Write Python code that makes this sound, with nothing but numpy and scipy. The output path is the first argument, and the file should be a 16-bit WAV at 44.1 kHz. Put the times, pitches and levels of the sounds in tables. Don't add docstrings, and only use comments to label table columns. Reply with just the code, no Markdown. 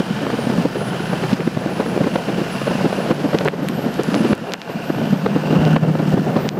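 import sys
import numpy as np
from scipy import signal
from scipy.fft import rfft, irfft
from scipy.io import wavfile
from scipy.ndimage import uniform_filter1d, minimum_filter1d

SR = 44100
rng = np.random.default_rng(int(sys.argv[2]) if len(sys.argv) > 2 else 0)


def transcribe(signal):
    frames = np.atleast_2d(signal).T
    limited = np.clip(frames, -1, 1)
    pcm = np.round(limited * 32767).astype(np.int16)
    wavfile.write(sys.argv[1], SR, pcm)


N = 290619
TIME = np.arange(N) / SR

# t/s, level/dB
AIRFLOW = [(0, -25), (0.3, -22.5), (0.85, -23.5), (1.5, -26.5), (1.75, -22.5), (2.2, -25), (2.5, -27.5),
           (2.75, -23), (3.15, -22), (3.65, -18.5), (3.95, -20), (4.28, -24), (4.38, -20.5), (4.5, -17.5),
           (4.62, -22.5), (4.85, -23), (5.35, -17), (5.72, -16.5), (5.85, -19), (6.59, -16)]


def engine(wobble=0.0045):
    # t/s, firing rate/Hz, drone level/dB, clatter level/dB
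    run = [(0, 128.1, -30.5, -31), (1.25, 129.8, -29, -35.5), (1.6, 130.5, -30.5, -36.5),
           (2.3, 130.8, -32, -34), (2.8, 141.5, -29, -35), (3.4, 149.6, -26.5, -32.5),
           (3.78, 148.3, -22.5, -33.5), (3.94, 146.3, -29, -35), (4.3, 144, -31.5, -31.5),
           (4.7, 145.6, -32, -30), (5.02, 150.6, -20, -29), (5.2, 152.6, -23, -33),
           (5.48, 154.3, -17, -28.5), (5.74, 155, -13, -26), (5.95, 156, -17.5, -33.5),
           (6.17, 152.9, -15.5, -29), (6.38, 149.7, -22, -33), (6.59, 147.9, -23, -39)]
    firing_hz, drone_db, clatter_db = in_time(run)
    firings = np.cumsum(firing_hz * (1 + wobble * drift(7.84))) / SR
    return drone(firings, drone_db) + from_db(clatter_db) * clatter(firings, firing_hz)


def drone(firings, level_db, full_load_db=-12.5, boom_hz=178.7, boom_width_hz=69):
    # f/firing rate, level/dB
    orders = [(.875, -16), (1, 0), (1.125, -22), (1.25, -11), (1.5, -17), (1.75, -15), (2, -19)]
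    tones = sum(from_db(db + 1.5 * drift(5)) * np.sin(2 * np.pi * (order * firings + rng.random()))
                for order, db in orders)
    cab = resonate_twice(rng.standard_normal(N), boom_hz, boom_width_hz)
    load_db = level_db - full_load_db
    note_db = 3 + 1.8 * drift(14) + 0.45 * load_db
    boom_db = 4 - 0.45 * np.maximum(load_db + 10, 0)
    note = from_db(note_db) * rms_one(tones)
    boom = from_db(boom_db) * rms_one(cab) * lulls()
    return from_db(level_db) * (note + boom)


def clatter(firings, firing_hz, cylinders=8, repeat_share=0.55, decay_per_firing=0.88, size=512):
    # f/Hz, width/Hz, level/dB
    modes = [(672, 63, 11), (874, 160, 5.5), (1425, 86, 10), (1517, 200, 6), (1756, 51, 9),
             (2387, 92, -1.5), (2757, 140, 4.5), (3070, 220, 0.5), (4470, 1900, -10.5)]
    cylinder = firings.astype(int) % cylinders
    age_samples = np.minimum((firings % 1 / firing_hz * SR).astype(int), size - 1)
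    own = rng.standard_normal((cylinders, size))[cylinder, age_samples]
    strength = from_db(3.5 * rng.standard_normal(cylinders))[cylinder]
    grain = np.sqrt(repeat_share) * own + np.sqrt(1 - repeat_share) * rng.standard_normal(N)
    knocks = strength * grain * np.exp(-decay_per_firing * (firings % 1))
    return rms_one(sum((-1) ** k * from_db(db + 2.2 * drift(0.8)) * resonate(knocks, hz, width_hz)
                       for k, (hz, width_hz, db) in enumerate(modes)))


def turbo(hiss_db=-54.5, fade_depth=0.5, fades_per_s=9):
    # t/s, f/Hz
    blade_tone = [(0.0, 9231), (1.15, 10065), (1.85, 9948), (2.29, 10011), (2.62, 10284), (3.41, 11565),
                  (3.78, 11852), (4.15, 10911), (4.29, 10877), (4.42, 11083), (5.17, 13122), (5.51, 13986),
                  (5.82, 14481), (6.0, 14634), (6.17, 14568), (6.59, 14094)]
    # t/s, level/dB
    surges = [(0, -49), (0.29, -58), (0.42, -49), (0.62, -59), (0.87, -43), (1.0, -51), (1.5, -58),
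              (1.85, -51), (2.25, -59), (2.49, -61), (2.53, -44), (2.62, -50), (2.74, -56), (3.08, -48),
              (3.4, -53), (3.77, -45), (3.92, -51), (4.28, -47), (4.36, -57), (4.51, -46), (4.58, -52),
              (4.72, -45), (4.8, -56), (4.86, -47), (4.97, -49), (5.3, -54), (5.8, -56), (6.15, -53),
              (6.5, -49)]
    hz, = in_time(blade_tone)
    level_db, = in_time(surges)
    blur = 0.00106 * (hz / hz.min()) ** 1.8 * drift(67)
    phase = 2 * np.pi * np.cumsum(hz * (1 + blur)) / SR
    in_phase = (1 + fade_depth * drift(fades_per_s)) * np.sin(phase)
    quadrature = fade_depth * drift(fades_per_s) * np.cos(phase)
    intake = rms_one(resonate(rng.standard_normal(N), 13400, 3200)) * hz / hz.max()
    return from_db(level_db) * rms_one(in_phase + quadrature) + from_db(hiss_db) * intake


def snow(gain_db=-4.0, crumble_db=-6.0, snaps_per_s=1500):
    # t/s, level/dB
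    rush = [(0, -28), (0.4, -27), (0.75, -28.5), (1.29, -26), (1.335, -25), (1.36, -27.5), (1.5, -28.5),
            (2.0, -28), (2.3, -28), (2.75, -26), (3.1, -25.5), (3.55, -24.5), (3.95, -27.5), (4.28, -23.5),
            (4.4, -27.5), (4.75, -26), (5.3, -27.5), (5.55, -26), (5.72, -26.5), (5.85, -27.5),
            (6.35, -29.5), (6.59, -29)]
    # f/Hz, level/dB
    spectrum = [(300, 4.5), (1000, 7.5), (1600, 5), (2150, 1.5), (2850, 2), (3600, -4), (4900, -4),
                (6500, -11), (9000, -16), (12500, -20.5), (15500, -28)]
    rush_db, = in_time(rush)
    surge_db = 2 * drift(14)
    breaks = rng.random(N) < snaps_per_s * from_db(surge_db) / SR
    sizes = from_db(0.3 * surge_db + 2.2 * np.minimum(rng.exponential(1, N), 4))
    snaps = breaks * sizes * rng.choice([-1, 1], N)
    powder = rng.standard_normal(N) * from_db(0.98 * drift(44))
    return from_db(rush_db + gain_db) * colour(powder + from_db(crumble_db) * rms_one(snaps), spectrum)


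def wind(gain_db=-2.5, crunch_db=-15.5):
    # f/Hz, level/dB
    spectrum = [(25, -39), (60, -38), (90, -13), (125, -4.5), (185, -7.5), (260, 0), (370, -3.5), (520, -3),
                (750, -7.5), (1100, -19), (1600, -23.5), (3000, -60)]
    wind_db, = in_time(AIRFLOW)
    lumps = from_db(2.5 * np.minimum(drift(40), 1.5))
    rumble = colour(rng.standard_normal(N) * lumps * lulls(), spectrum)
    crunch = resonate_twice(rng.standard_normal(N) * lumps ** 2, hz=1100, width_hz=1300)
    return from_db(wind_db + gain_db) * (rumble + from_db(crunch_db) * rms_one(crunch))


def buffets(gain_db=-9.5, rise_ratio=0.82, hollow=0.55, rasp_db=-28.5, size=4096):
    # t/s, level/dB, nominal length/s, f/Hz
    large_eddies = [(0.006, 1, 0.0055, 368), (0.11, -2, 0.0068, 198), (0.213, -10, 0.0091, 292),
                    (0.234, -6.5, 0.0072, 327), (0.268, -2, 0.002, 600), (0.303, -8, 0.0054, 760),
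                    (0.338, -6, 0.015, 300), (0.388, -5, 0.011, 460), (0.473, -0.5, 0.0066, 216),
                    (0.5, -1, 0.0096, 237), (0.583, -5.5, 0.033, 207), (0.656, -0.5, 0.011, 300),
                    (0.763, -7, 0.016, 403), (0.818, -6.5, 0.0089, 363), (1.005, -5.5, 0.0032, 410),
                    (1.133, -5.5, 0.007, 586), (1.24, -8, 0.018, 408), (1.318, -14, 0.012, 510),
                    (1.332, 2.5, 0.012, 280), (1.406, -8, 0.024, 393), (1.476, 2.5, 0.008, 340),
                    (1.573, -0.5, 0.0058, 193), (1.662, 1, 0.0035, 324), (1.804, -2, 0.013, 445),
                    (1.863, -7, 0.0065, 448), (1.882, -8.5, .016, 250), (1.965, -2.5, 0.004, 314),
                    (1.977, -2, 0.005, 388), (2.01, 0.5, 0.01, 248), (2.041, -5, 0.007, 397),
                    (2.072, -4.5, 0.015, 464), (2.159, 2, 0.0049, 537), (2.292, -6, 0.019, 344),
                    (2.39, -7, 0.018, 340), (2.417, -4.5, 0.012, 250), (2.618, -8, 0.0075, 504),
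                    (2.677, -4.5, 0.016, 490), (2.713, -7, .016, 506), (2.755, 0, 0.0043, 226),
                    (2.808, -10.5, 0.011, 560), (2.855, 1.5, 0.012, 270), (2.929, -3.5, 0.0049, 650),
                    (2.988, -6.5, 0.011, 314), (3.003, -7.5, 0.015, 517), (3.05, -22, 0.0081, 360),
                    (3.115, 4, 0.014, 342), (3.249, -1.5, 0.023, 282), (3.333, -1.5, 0.0068, 480),
                    (3.35, 4, 0.011, 374), (3.412, -3.5, 0.0089, 520), (3.459, 1.5, 0.011, 426),
                    (3.483, -4, 0.013, 550), (3.539, -2.5, 0.015, 470), (3.631, 0, 0.0092, 296),
                    (3.7, -0.5, 0.0081, 362), (3.726, -7, 0.0083, 300), (3.789, -3, 0.016, 264),
                    (3.864, -3.5, 0.014, 237), (3.997, -1.5, 0.017, 408), (4.085, -0.5, 0.012, 224),
                    (4.123, -4.5, 0.0055, 260), (4.144, -4.5, 0.0058, 750), (4.162, -0.5, 0.021, 250),
                    (4.21, -0.5, 0.029, 220), (4.255, -0.5, 0.024, 350), (4.309, 0.5, 0.021, 232),
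                    (4.332, 8.5, 0.0042, 394), (4.418, -7, 0.017, 200.2), (4.698, -4, 0.013, 520),
                    (4.755, -2, 0.016, 192), (4.904, 2.5, 0.0091, 340.6), (4.984, -4, 0.017, 257),
                    (5.017, 0, 0.009, 201.1), (5.049, -15, 0.019, 300), (5.134, 6.5, 0.013, 230),
                    (5.263, 4, 0.0062, 402), (5.303, -7, 0.0076, 239), (5.363, 5.5, 0.009, 290),
                    (5.51, 3, 0.01, 203), (5.528, 2.5, 0.0087, 257.4), (5.567, 0, .009, 240.3),
                    (5.618, 0, 0.014, 245.1), (5.674, 1, 0.0048, 362), (5.74, 4.5, 0.011, 225),
                    (5.766, 6.5, 0.0088, 516), (5.84, 4.5, 0.022, 184.2), (5.889, 4, 0.018, 198),
                    (5.954, 2, 0.0062, 362.2), (5.995, 1.5, 0.012, 300), (6.077, -2, 0.012, 237),
                    (6.143, 7, 0.011, 178), (6.18, 6.5, 0.013, 177), (6.219, 0.5, 0.008, 300),
                    (6.269, -3, 0.0091, 340), (6.367, 3.5, 0.013, 348.8), (6.455, -5, 0.015, 418.4),
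                    (6.575, -4.5, 0.0066, 400)]
    # f/Hz, level/dB
    spectrum = [(25, -38), (70, -50), (105, -7.5), (160, 1.5), (220, 3), (380, -5.5), (520, -6.5),
                (750, -16), (1100, -21.5), (1550, -26.5), (2200, -33.5), (4500, -41.5), (12000, -103)]
    out = np.zeros(N + 2 * size)
    t = (np.arange(size) - size // 2) / SR
    for at_s, level_db, length_s, hz in large_eddies + small_eddies():
        tilt = 1.5 + 4.5 * np.log2(hz / 300) + 0.043 * level_db
        width_s = 0.97 * length_s * np.where(t < 0, rise_ratio, 1)
        swirl = rng.standard_normal(size) / (1 + (t / width_s) ** 2) ** 2
        churn = colour(swirl, spectrum, tilt)
        kick = colour(rng.choice([-1, 1]) * (t == 0), spectrum, tilt - 3)
        puff = rms_one(churn + 0.52 * (0.011 / length_s) ** 0.72 * kick)
        puff += hollow * rms_one(resonate(puff, hz, 0.25 * hz))
        puff = from_db(level_db + gain_db) * rms_one(puff) * np.sqrt(length_s * SR / size)
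        rasp_noise = rms_one(resonate(rng.standard_normal(size), 1280, 570))
        rasp = from_db(rasp_db) * puff * np.tanh(2 * puff) * rasp_noise
        start = int(at_s * SR) + size // 2
        out[start:start + size] += puff + rasp
    return out[size:size + N]


def small_eddies(count=36, spread_db=10.0, mid_length_s=0.0085, mid_hz=300, spread_octaves=0.6):
    wind_db, = in_time(AIRFLOW)
    place, strength, length, pitch = rng.random((count, 4)).T
    at_s = (np.arange(count) + place) / count * N / SR
    flow_db = wind_db.mean() + 0.4 * (np.interp(at_s, TIME, wind_db) - wind_db.mean())
    level_db = flow_db + 1.5 + spread_db * (2 * strength - 1)
    hz = mid_hz * 2 ** (spread_octaves * (2 * pitch - 1))
    return list(zip(at_s, level_db, mid_length_s * (0.5 + length), hz))


def ticks(size=256):
    # t/s, peak level/dB, f/Hz, grit share
    strikes = [(0.267, -15, 900, .03), (0.303, -20, 1190, .05), (0.656, -13, 900, .03),
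               (1.238, -14, 1300, .03), (1.332, -12, 2630, .03), (1.338, -14.5, 2890, .03),
               (1.4057, -9, 1490, .03), (1.864, -14, 895, .05), (2.158, -18, 1000, .03),
               (3.3872, -1, 2580, 0.039), (3.4495, -12, 5500, .07), (3.478, -0.5, 1140, .02),
               (3.485, 8.5, 1580, 0.03), (3.6867, -3.5, 6400, 0.059), (3.6868, -2, 2430, 0.066),
               (3.942, -19, 5000, .07), (4.035, -11, 4600, .3), (4.144, -5.5, 2660, .02),
               (4.144, -10.5, 1100, .02), (4.1505, -10, 4200, .05), (4.333, -1, 1720, .01),
               (4.352, -13, 6950, .1), (4.379, -18, 6520, .1), (4.521, -6.5, 2580, .03),
               (4.537, 10.5, 3090, .16), (4.542, 2.5, 1498, .02), (4.6173, -2.5, 2560, .02),
               (4.903, -8, 900, .03), (5.263, -10, 900, .03), (5.363, -10, 998, 0.037),
               (5.652, -7.5, 2720, .03), (5.7663, 3, 1080, 0.02), (5.769, -6, 1500, 0.027),
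               (6.4903, 8, 3070, .2)]
    out = np.zeros(N)
    for at_s, peak_db, hz, grit in strikes:
        phase = 2 * np.pi * hz * (np.arange(size) - size // 2) / SR
        pulse = phase * np.exp(-phase ** 2 / 2)
        pulse += grit * rng.standard_normal(size) * np.exp(-np.abs(phase) / 2)
        start = int(at_s * SR) - size // 2
        out[start:start + size] -= from_db(peak_db) * pulse / np.abs(pulse).max()
    return out


def jolts(hz=86, half_width_s=0.01, waver=0.071):
    # t/s, level/dB
    thuds = [(0.43, -38), (0.57, -37), (2.698, -37), (2.85, -35), (3.12, -30), (4.3, -38), (5.47, -32),
             (5.595, -19), (6.18, -32), (6.44, -35)]
    swell = sum(from_db(db) * np.exp(-((TIME - at_s) / half_width_s) ** 2) for at_s, db in thuds)
    phase = 2 * np.pi * np.cumsum(hz * (1 + waver * drift(22))) / SR
    return swell * np.sqrt(2) * np.sin(phase)


def lulls(depth_db=3.0, rate_hz=12):
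    return rms_one(from_db(depth_db * np.minimum(drift(rate_hz), 1)))


def drift(rate_hz):
    hop, settle = 40, 2000
    pole = np.exp(-2 * np.pi * hop * rate_hz / SR)
    noise = rng.standard_normal(N // hop + settle + 2)
    slow = signal.lfilter([1], [1, -2 * pole, pole ** 2], noise)[settle:]
    return np.interp(np.arange(N) / hop, np.arange(len(slow)), rms_one(slow))


def colour(x, spectrum, tilt_db_per_octave=0):
    octave = np.log2(np.fft.rfftfreq(len(x), 1 / SR) + 1)
    hz, db = np.transpose(spectrum)
    shape_db = np.interp(octave, np.log2(hz), db)
    shape_db += tilt_db_per_octave * np.clip(octave, np.log2(150), np.log2(1200))
    return rms_one(irfft(rfft(x) * from_db(shape_db), len(x)))


def resonate(x, hz, width_hz):
    radius = np.exp(-np.pi * width_hz / SR)
    feedback = [1, -2 * radius * np.cos(2 * np.pi * hz / SR), radius ** 2]
    return signal.lfilter(np.array([1, 0, -1]) * (1 - radius ** 2) / 2, feedback, x)


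def resonate_twice(x, hz, width_hz):
    return resonate(resonate(x, hz, width_hz), hz, width_hz)


def in_time(rows):
    at_s, *columns = np.transpose(rows)
    return [np.interp(TIME, at_s, column) for column in columns]


def from_db(db):
    return 10 ** (np.asarray(db) / 20)


def rms_one(x):
    return x / np.sqrt(np.mean(x ** 2) + 1e-20)


def scene():
    air = wind() + buffets()
    return (engine() + jolts() + turbo() + snow() + air + ticks())[None]


def record(dry, low_cut_hz=34, ceiling=0.68, release_s=0.34, high_cut_hz=16200):
    sound = signal.sosfilt(signal.butter(2, low_cut_hz, "high", fs=SR, output="sos"), dry)
    over_db = np.maximum(20 * np.log10(np.abs(sound[0]) / ceiling + 1e-9), 0)
    release = np.exp(-TIME / release_s)
    duck_db = np.maximum.accumulate(over_db / release) * release
    gain = uniform_filter1d(minimum_filter1d(from_db(-duck_db), size=45), size=45)
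    return signal.sosfilt(signal.cheby2(16, 60, high_cut_hz, fs=SR, output="sos"), sound * gain)


dry = scene()
out = record(dry)
transcribe(out)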